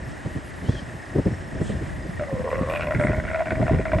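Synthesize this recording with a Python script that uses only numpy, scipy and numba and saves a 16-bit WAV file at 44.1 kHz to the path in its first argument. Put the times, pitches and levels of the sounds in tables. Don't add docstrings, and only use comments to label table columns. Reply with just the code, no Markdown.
import sys
import numpy as np
from scipy import signal
from scipy.fft import rfft, irfft
from scipy.io import wavfile
from scipy.ndimage import uniform_filter1d
from numba import njit

SR = 44100
rng = np.random.default_rng(int(sys.argv[2]) if len(sys.argv) > 2 else 0)


def bounce(signal):
    frames = np.transpose(np.atleast_2d(signal))
    limited = np.clip(frames, -1, 1)
    pcm = np.round(limited * 32767).astype(np.int16)
    wavfile.write(sys.argv[1], SR, pcm)


def boost(x):
    u = np.asarray(x, float) / 20
    return 10 ** u


N = 176400
T = np.arange(N) / SR

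# t/s, first resonance f/Hz, its resting width/Hz, mean pulse rate/Hz
MOUTH_SHAPE = [(2.19, 590, 55, 72), (2.24, 585, 65, 78), (2.32, 525, 72, 82), (2.45, 512, 75, 84),
               (2.53, 535, 70, 84), (2.64, 518, 78, 84), (2.74, 590, 70, 84), (2.9, 605, 65, 76),
               (3.2, 610, 65, 74), (3.4, 645, 55, 76), (3.7, 640, 60, 76), (4.0, 625, 62, 74)]


def unit(x):
    return x / np.sqrt(np.mean(x ** 2) + 1e-18)


@njit
def svf(x, hz, width):
    y, b, l = np.empty(len(x)), 0., 0.
    for i in range(len(x)):
        g, k = np.tan(np.pi * hz[i] / SR), width[i] / hz[i]
        v = (b + g * (x[i] - l)) / (1 + g * (g + k))
        b, l, y[i] = 2 * v - b, l + 2 * g * v, k * v
    return y


def bandpass(x, hz, width_hz):
    return svf(x, hz + 0 * T, width_hz + 0 * T)


def ring(x, hz, width_hz):
    return bandpass(x, hz, width_hz) * SR / (2 * np.pi * width_hz)


def cut(x, hz, kind, order=4):
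    return signal.sosfilt(signal.butter(order, hz, kind, fs=SR, output="sos"), x)


def band(hz, width_hz):
    once = ring(rng.standard_normal(N), hz, width_hz)
    return unit(ring(once, hz, width_hz))


def along(table, column, x):
    table = np.array(table, float)
    return np.interp(x, table[:, 0], table[:, column])


def shape(points):
    points = np.array(points, float)
    bins_hz = np.arange(N // 2 + 1) * SR / N
    return np.interp(np.log(bins_hz + 1), np.log(points[:, 0]), points[:, 1])


def coloured(db):
    return irfft(rfft(rng.standard_normal(N)) * boost(db), N)


def walk(rate):
    k = int(SR / rate)
    steps = np.repeat(rng.standard_normal(N // k + 1), k)
    return unit(uniform_filter1d(uniform_filter1d(steps, k), k)[:N])


def pair(mid, side):
    return np.array([mid + side, mid - side])


def flutter():
    # t/s, mean level/dB
    strength = [(0.0, -35.5), (0.6, -36.5), (0.76, -34.5), (0.99, -37.5), (1.66, -30.5), (1.82, -36.5),
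                (2.02, -34.5), (2.7, -30.5), (3.12, -28), (3.39, -30.5), (3.69, -26.5), (4.0, -28)]
    # f/Hz, relative density/dB
    rumble = [(15, -60.5), (25, 6), (85, 6.5), (139, 1), (211, -2), (389, -8.5), (441, -21), (500, -12.5),
              (650, -9.5), (1100, -120)]
    return unit(coloured(shape(rumble))) * boost(along(strength, 1, T) + 3.54 * walk(18))


def buffet_bursts():
    # t/s, relative level/dB, edge against body/dB, time scale/s
    buffets = [(0.064, -25.5, -20, 0.065), (0.244, -15, -5, 0.041), (0.35, -14, -10.5, 0.04),
               (0.61, -20.5, -14, 0.066), (0.683, -6.5, -7.5, 0.021), (0.811, -24.5, -30, 0.036),
               (0.871, -20.5, -17, 0.024), (0.93, -26, -17, 0.05), (1.141, -18, 6, 0.056),
               (1.176, -12, 2, 0.038), (1.251, -8, -3, 0.04), (1.298, -20, -13, 0.058),
               (1.52, -21, -25, 0.026), (1.549, -19.5, -20, 0.025), (1.594, -19.5, -7, 0.03),
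               (1.608, -12.5, -4.5, 0.022), (1.651, -15, -27, 0.02), (1.689, -12.5, -3.5, 0.032),
               (1.717, -19.5, -25, 0.043), (1.806, -19.5, 0, 0.038), (2.046, -23.5, -0.5, 0.029),
               (2.086, -18, -29, 0.019), (2.179, -22.5, -20, 0.043), (2.321, -16.5, -5.5, 0.036),
               (2.389, -17.5, -22, 0.027), (2.604, -9, -19, 0.027), (2.934, -11.5, -7.5, 0.049),
               (2.988, -9, -23, 0.031), (3.036, -12, -4, 0.031), (3.087, -16.5, 3, 0.039),
               (3.173, -10, -12, 0.022), (3.511, -15.5, -9, 0.039), (3.594, -7, -6, 0.025),
               (3.702, -9, -4.5, 0.026), (3.72, -8.5, -13, 0.055), (3.619, -9.5, -5.5, 0.023),
               (3.782, -21, 8.5, 0.039), (3.954, -28, 2, 0.031)]
    body, edge = np.zeros(N), np.zeros(N)
    for s, db, bright_db, scale in buffets:
        u = np.clip((T - s) / scale, 0, 30)
        bump = (u / .4 * np.exp(1 - u / 0.38)) ** 1.84
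        body += boost(db - 7.5) * bump
        edge += boost(db - 7.5 + bright_db) * bump ** 2.1
    low = body * band(113.7, 159)
    bright = cut(band(347, 310), 620, "low", order=2)
    return low + edge * boost(1.46 * walk(70)) * bright


def wind():
    mid = flutter() + buffet_bursts()
    side = boost(-5) * flutter() + boost(-12.5) * buffet_bursts()
    return pair(mid, cut(side, 85, "high", order=2))


def hiss():
    # f/Hz, relative density/dB
    spectrum = [(180, -20), (300, 0.5), (462, -8), (644, -4.5), (1270, -11), (1870, -7.5), (2160, -12.5),
                (4130, -24), (5280, -27), (8620, -24), (9400, -29), (12200, -69), (20700, -120)]
    # f/Hz, side against mid/dB
    width = [(300, -13), (1000, 1), (2050, -5), (2300, -31), (8300, -46), (20000, -53)]
    mid = coloured(shape(spectrum))
    gain = boost(-43) / np.std(mid)
    side = gain * coloured(shape(spectrum) + shape(width))
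    return pair(gain * mid * boost(.6 * walk(25)), side)


def frogs():
    # f/Hz, width/Hz, pulse rate/Hz, nominal t of a pulse/s, relative level/dB
    callers = [(1784, 290, 28.97, .031, -51.5), (1921, 150, 28.97, .036, -52), (5230, 420, 30.8, .019, -67)]
    chorus = np.zeros(N)
    for hz, width_hz, rate, start, db in callers:
        phase = 2 * np.pi * rate * (T - start) + 0.1 * walk(7.85)
        beat = (0.56 + 0.3 * np.cos(phase)) ** 1.55
        call = band(hz * (1 + 0.021 * walk(9)), width_hz)
        chorus += call * beat * boost(db + 8 + 1.9 * walk(22))
    return pair(chorus, 0)


def murmur():
    return pair(band(645, 70) * boost(-57.5 + 1.5 * walk(12.6)), 0)


def flicker():
    gate = np.clip(4 * (walk(28) + .5), 0, 1)
    thin = band(11200 * (1 + .015 * walk(25)), 650)
    return pair(thin * boost(-70 + 4.0 * walk(5)) * gate, 0)


def sheen():
    # f/Hz, relative density/dB
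    spectrum = [(8700, -61), (9000, -14.5), (9500, -7), (10300, -3), (11000, -7), (11250, -24),
                (11600, -55.5)]
    return pair(0, boost(-60.5 + 1.0 * walk(10)) * unit(coloured(shape(spectrum))))


def rustles():
    # t/s, length/s, f/Hz, width/Hz, level at the crest/dB
    strokes = [(0.617, 0.24, 4660, 3500, -52), (1.593, 0.16, 7540, 4500, -51),
               (1.62, 0.14, 3140, 1500, -50), (2.64, 0.21, 8750, 4000, -57), (2.978, 0.12, 8400, 3000, -53)]
    mid = np.zeros(N)
    for s, length, hz, width_hz, db in strokes:
        swell = np.sin(np.pi * np.clip((T - s) / length, 0, 1))
        mid += boost(db) * band(hz, width_hz) * swell
    return pair(mid, 0)


def squeak():
    # t/s, f/Hz, level of the tone/dB
    path = [(.648, 3000, -64), (.668, 3020, -54), (.69, 3280, -56), (.715, 3430, -53), (.74, 3380, -59),
            (.76, 3290, -53), (.795, 3100, -49), (.812, 3050, -64)]
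    level = (T > path[0][0]) * (T < path[-1][0]) * boost(along(path, 2, T))
    glide = uniform_filter1d(along(path, 1, T), size=600)
    tone = np.sqrt(2) * np.sin(2 * np.pi * np.cumsum(glide) / SR)
    whistle = level * (tone + boost(1.5) * band(glide, 300))
    return pair(whistle, boost(-14) * whistle)


def throat_pulses():
    # t/s, relative rasp level/dB, relative throat level/dB, base fade per pulse/dB
    throbs = [(2.1945, -23, -23, -3.5), (2.2089, -26.5, -21, 1), (2.2692, -49, -25.5, 0),
              (2.3012, -46, -25, 2), (2.3406, -46, -27.5, -1), (2.3794, -34, -26, -1),
              (2.4409, -27, -20.5, 6), (2.4633, -35, -17.5, 1), (2.5024, -26, -19.5, 0.5),
              (2.5436, -26.5, -20.5, 3), (2.5794, -31, -19.5, 4), (2.6188, -28.5, -20, 5.5),
              (2.6604, -35, -22.5, 1), (2.6975, -22.5, -19, 1.5), (2.7351, -19.5, -17, 2.5),
              (2.7586, -20.5, -21, 2.5), (2.7824, -29.5, -26, -4.5), (2.8075, -17.5, -20, 0),
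              (2.8195, -17.5, -21, 1.5), (2.8694, -18, -17, 7.5), (2.9068, -15.5, -15, 5.5),
              (2.9467, -15, -43, 2), (2.9961, -11.5, -15, 4.5), (3.035, -11.5, -15.5, 3),
              (3.0679, -12, -20.5, 2), (3.1168, -14.5, -20.5, 2), (3.1672, -26.5, -33.5, -5),
              (3.1974, -15, -22, 23), (3.2365, -17.5, -23.5, 5), (3.2665, -21.5, -25, 1),
              (3.2775, -20, -32, -5), (3.2864, -16.5, -28.5, 0), (3.3303, -18, -24, -1.5),
              (3.3568, -16.5, -17, 5.5), (3.3912, -16.5, -18, 2), (3.456, -20, -24.5, 2),
              (3.5054, -10.5, -17, 7), (3.5528, -19, -25.5, 4), (3.5793, -31, -22.5, 5),
              (3.6132, -17.5, -19.5, 5.5), (3.6651, -17.5, -20, 0.5), (3.7055, -22.5, -23, 1.5),
              (3.7449, -19.5, -25, 7), (3.7843, -20.5, -30, 0.5), (3.8531, -15, -18.5, 3.5),
              (3.917, -15, -18, 2.5), (3.9838, -16.5, -19, 2.5)]
    jitter, slip_cycles = .06, .12
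    throat, rasp = np.zeros(N), np.zeros(N)
    ends = [row[0] for row in throbs[1:]] + [N / SR]
    chance = rng.standard_normal((len(throbs), 8, 4))
    for (s, rasp_db, throat_db, fade_db), end, luck in zip(throbs, ends, chance):
        period, hz = 1 / along(MOUTH_SHAPE, 3, s), along(MOUTH_SHAPE, 1, s)
        for k, (late, low, high, slip) in enumerate(luck):
            if s > end - period / 2:
                break
            fall_db = fade_db * k + 5.5 * max(k - 2, 0) ** 2
            soft_db = -5 * (k == 0)
            throat[int(s * SR)] += boost(throat_db - fall_db + soft_db + 1.5 * low)
            rasp[int(s * SR)] += boost(rasp_db - fall_db + 2.0 * high)
            cycles = np.round(period * (1 + jitter * late) * hz)
            s += (cycles + slip_cycles * slip) / hz
    return throat, rasp


def airy(x, seconds, db):
    puff = np.exp(-T[:SR // 8] / seconds)
    follow = signal.fftconvolve(x, puff)[:N]
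    return boost(db) * follow * rng.standard_normal(N) / np.sqrt(np.sum(puff ** 2))


def mouth(throat):
    # t/s, f/Hz, relative level/dB
    second = [(2.19, 1310, -19.5), (2.33, 1020, -16), (2.5, 1017, -11.5), (2.62, 1113, -9),
              (2.74, 1060, -10), (2.9, 1004, -12), (3.4, 970, -15.5), (4.0, 1000, -11)]
    first_hz = along(MOUTH_SHAPE, 1, T) * (1 + .0125 * walk(40))
    choke = 1 + 1.2 * np.clip(walk(45), 0, 2)
    first_ring = ring(throat, first_hz, along(MOUTH_SHAPE, 2, T) * choke)
    low = bandpass(first_ring, first_hz, 115)
    second_hz = along(second, 1, T)
    second_ring = bandpass(ring(throat, second_hz, 92), second_hz, 400)
    return low + boost(along(second, 2, T)) * second_ring


def snarl(rasp):
    # t/s, relative level/dB
    edge = [(2.19, -13), (2.5, -12.5), (2.66, -4), (2.72, -5), (2.8, -6), (2.9, -13.5), (3.05, -19.5),
            (4.0, -13)]
    # f/Hz, width/Hz, relative level/dB
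    rings = [(2426, 440, 14), (2656, 400, 2.5), (3220, 480, -3.5)]
    bright = sum(boost(db) * bandpass(ring(rasp, hz, w), hz, w) for hz, w, db in rings)
    return boost(along(edge, 1, T)) * bright


def rasp_ring(rasp):
    # f/Hz, width/Hz, mean relative level/dB
    upper = [(1425, 134, -2), (1960, 192, -3), (2217, 146, -4)]
    high = np.zeros(N)
    for k, (hz, width_hz, db) in enumerate(upper):
        gain = (-1) ** k * boost(db + 1.16 * walk(60))
        high += gain * ring(rasp, hz * (1 + .025 * walk(50)), width_hz)
    high = cut(cut(high, 2700, "low", order=6), 1380, "high")
    spit = boost(-36) * ring(rasp, 5000, 5000)
    breathy = boost(-27) * ring(rasp, 3500, 900)
    return high + spit + breathy + snarl(rasp)


def echo(voice):
    t60_s = .12
    tail = cut(rng.standard_normal((2, SR // 4)), 1090, "low") * boost(-60 * T[:SR // 4] / t60_s)
    tail = tail / np.sqrt(np.sum(tail[0] ** 2))
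    mid, side = (signal.fftconvolve(voice, h)[:N] for h in tail)
    return pair(boost(-27) * mid, boost(-35.5) * side)


def growl():
    puff_s, breath_s = .0045, .012
    throat, rasp = throat_pulses()
    throat = throat + airy(throat, puff_s, -8) + airy(throat, breath_s, -11)
    click = boost(-5) * rasp
    rasp = click + airy(rasp, puff_s, 3) + airy(rasp, breath_s, -12)
    voice = boost(8) * mouth(throat) + boost(-5.5) * rasp_ring(rasp)
    return pair(voice, 0) + echo(voice)


def scene():
    night = hiss() + frogs() + murmur() + rustles() + squeak()
    return wind() + night + growl()


def low_pass(x):
    return signal.sosfilt(signal.butter(12, 11870, fs=SR, output="sos"), x)


def record(dry):
    x = signal.sosfilt(signal.ellip(10, .3, 75, 9570, fs=SR, output="sos"), dry)
    x = cut(x, 49, "high", order=3)
    x = x + flicker() + sheen()
    return low_pass(x)


dry = scene()
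out = record(dry)
bounce(out)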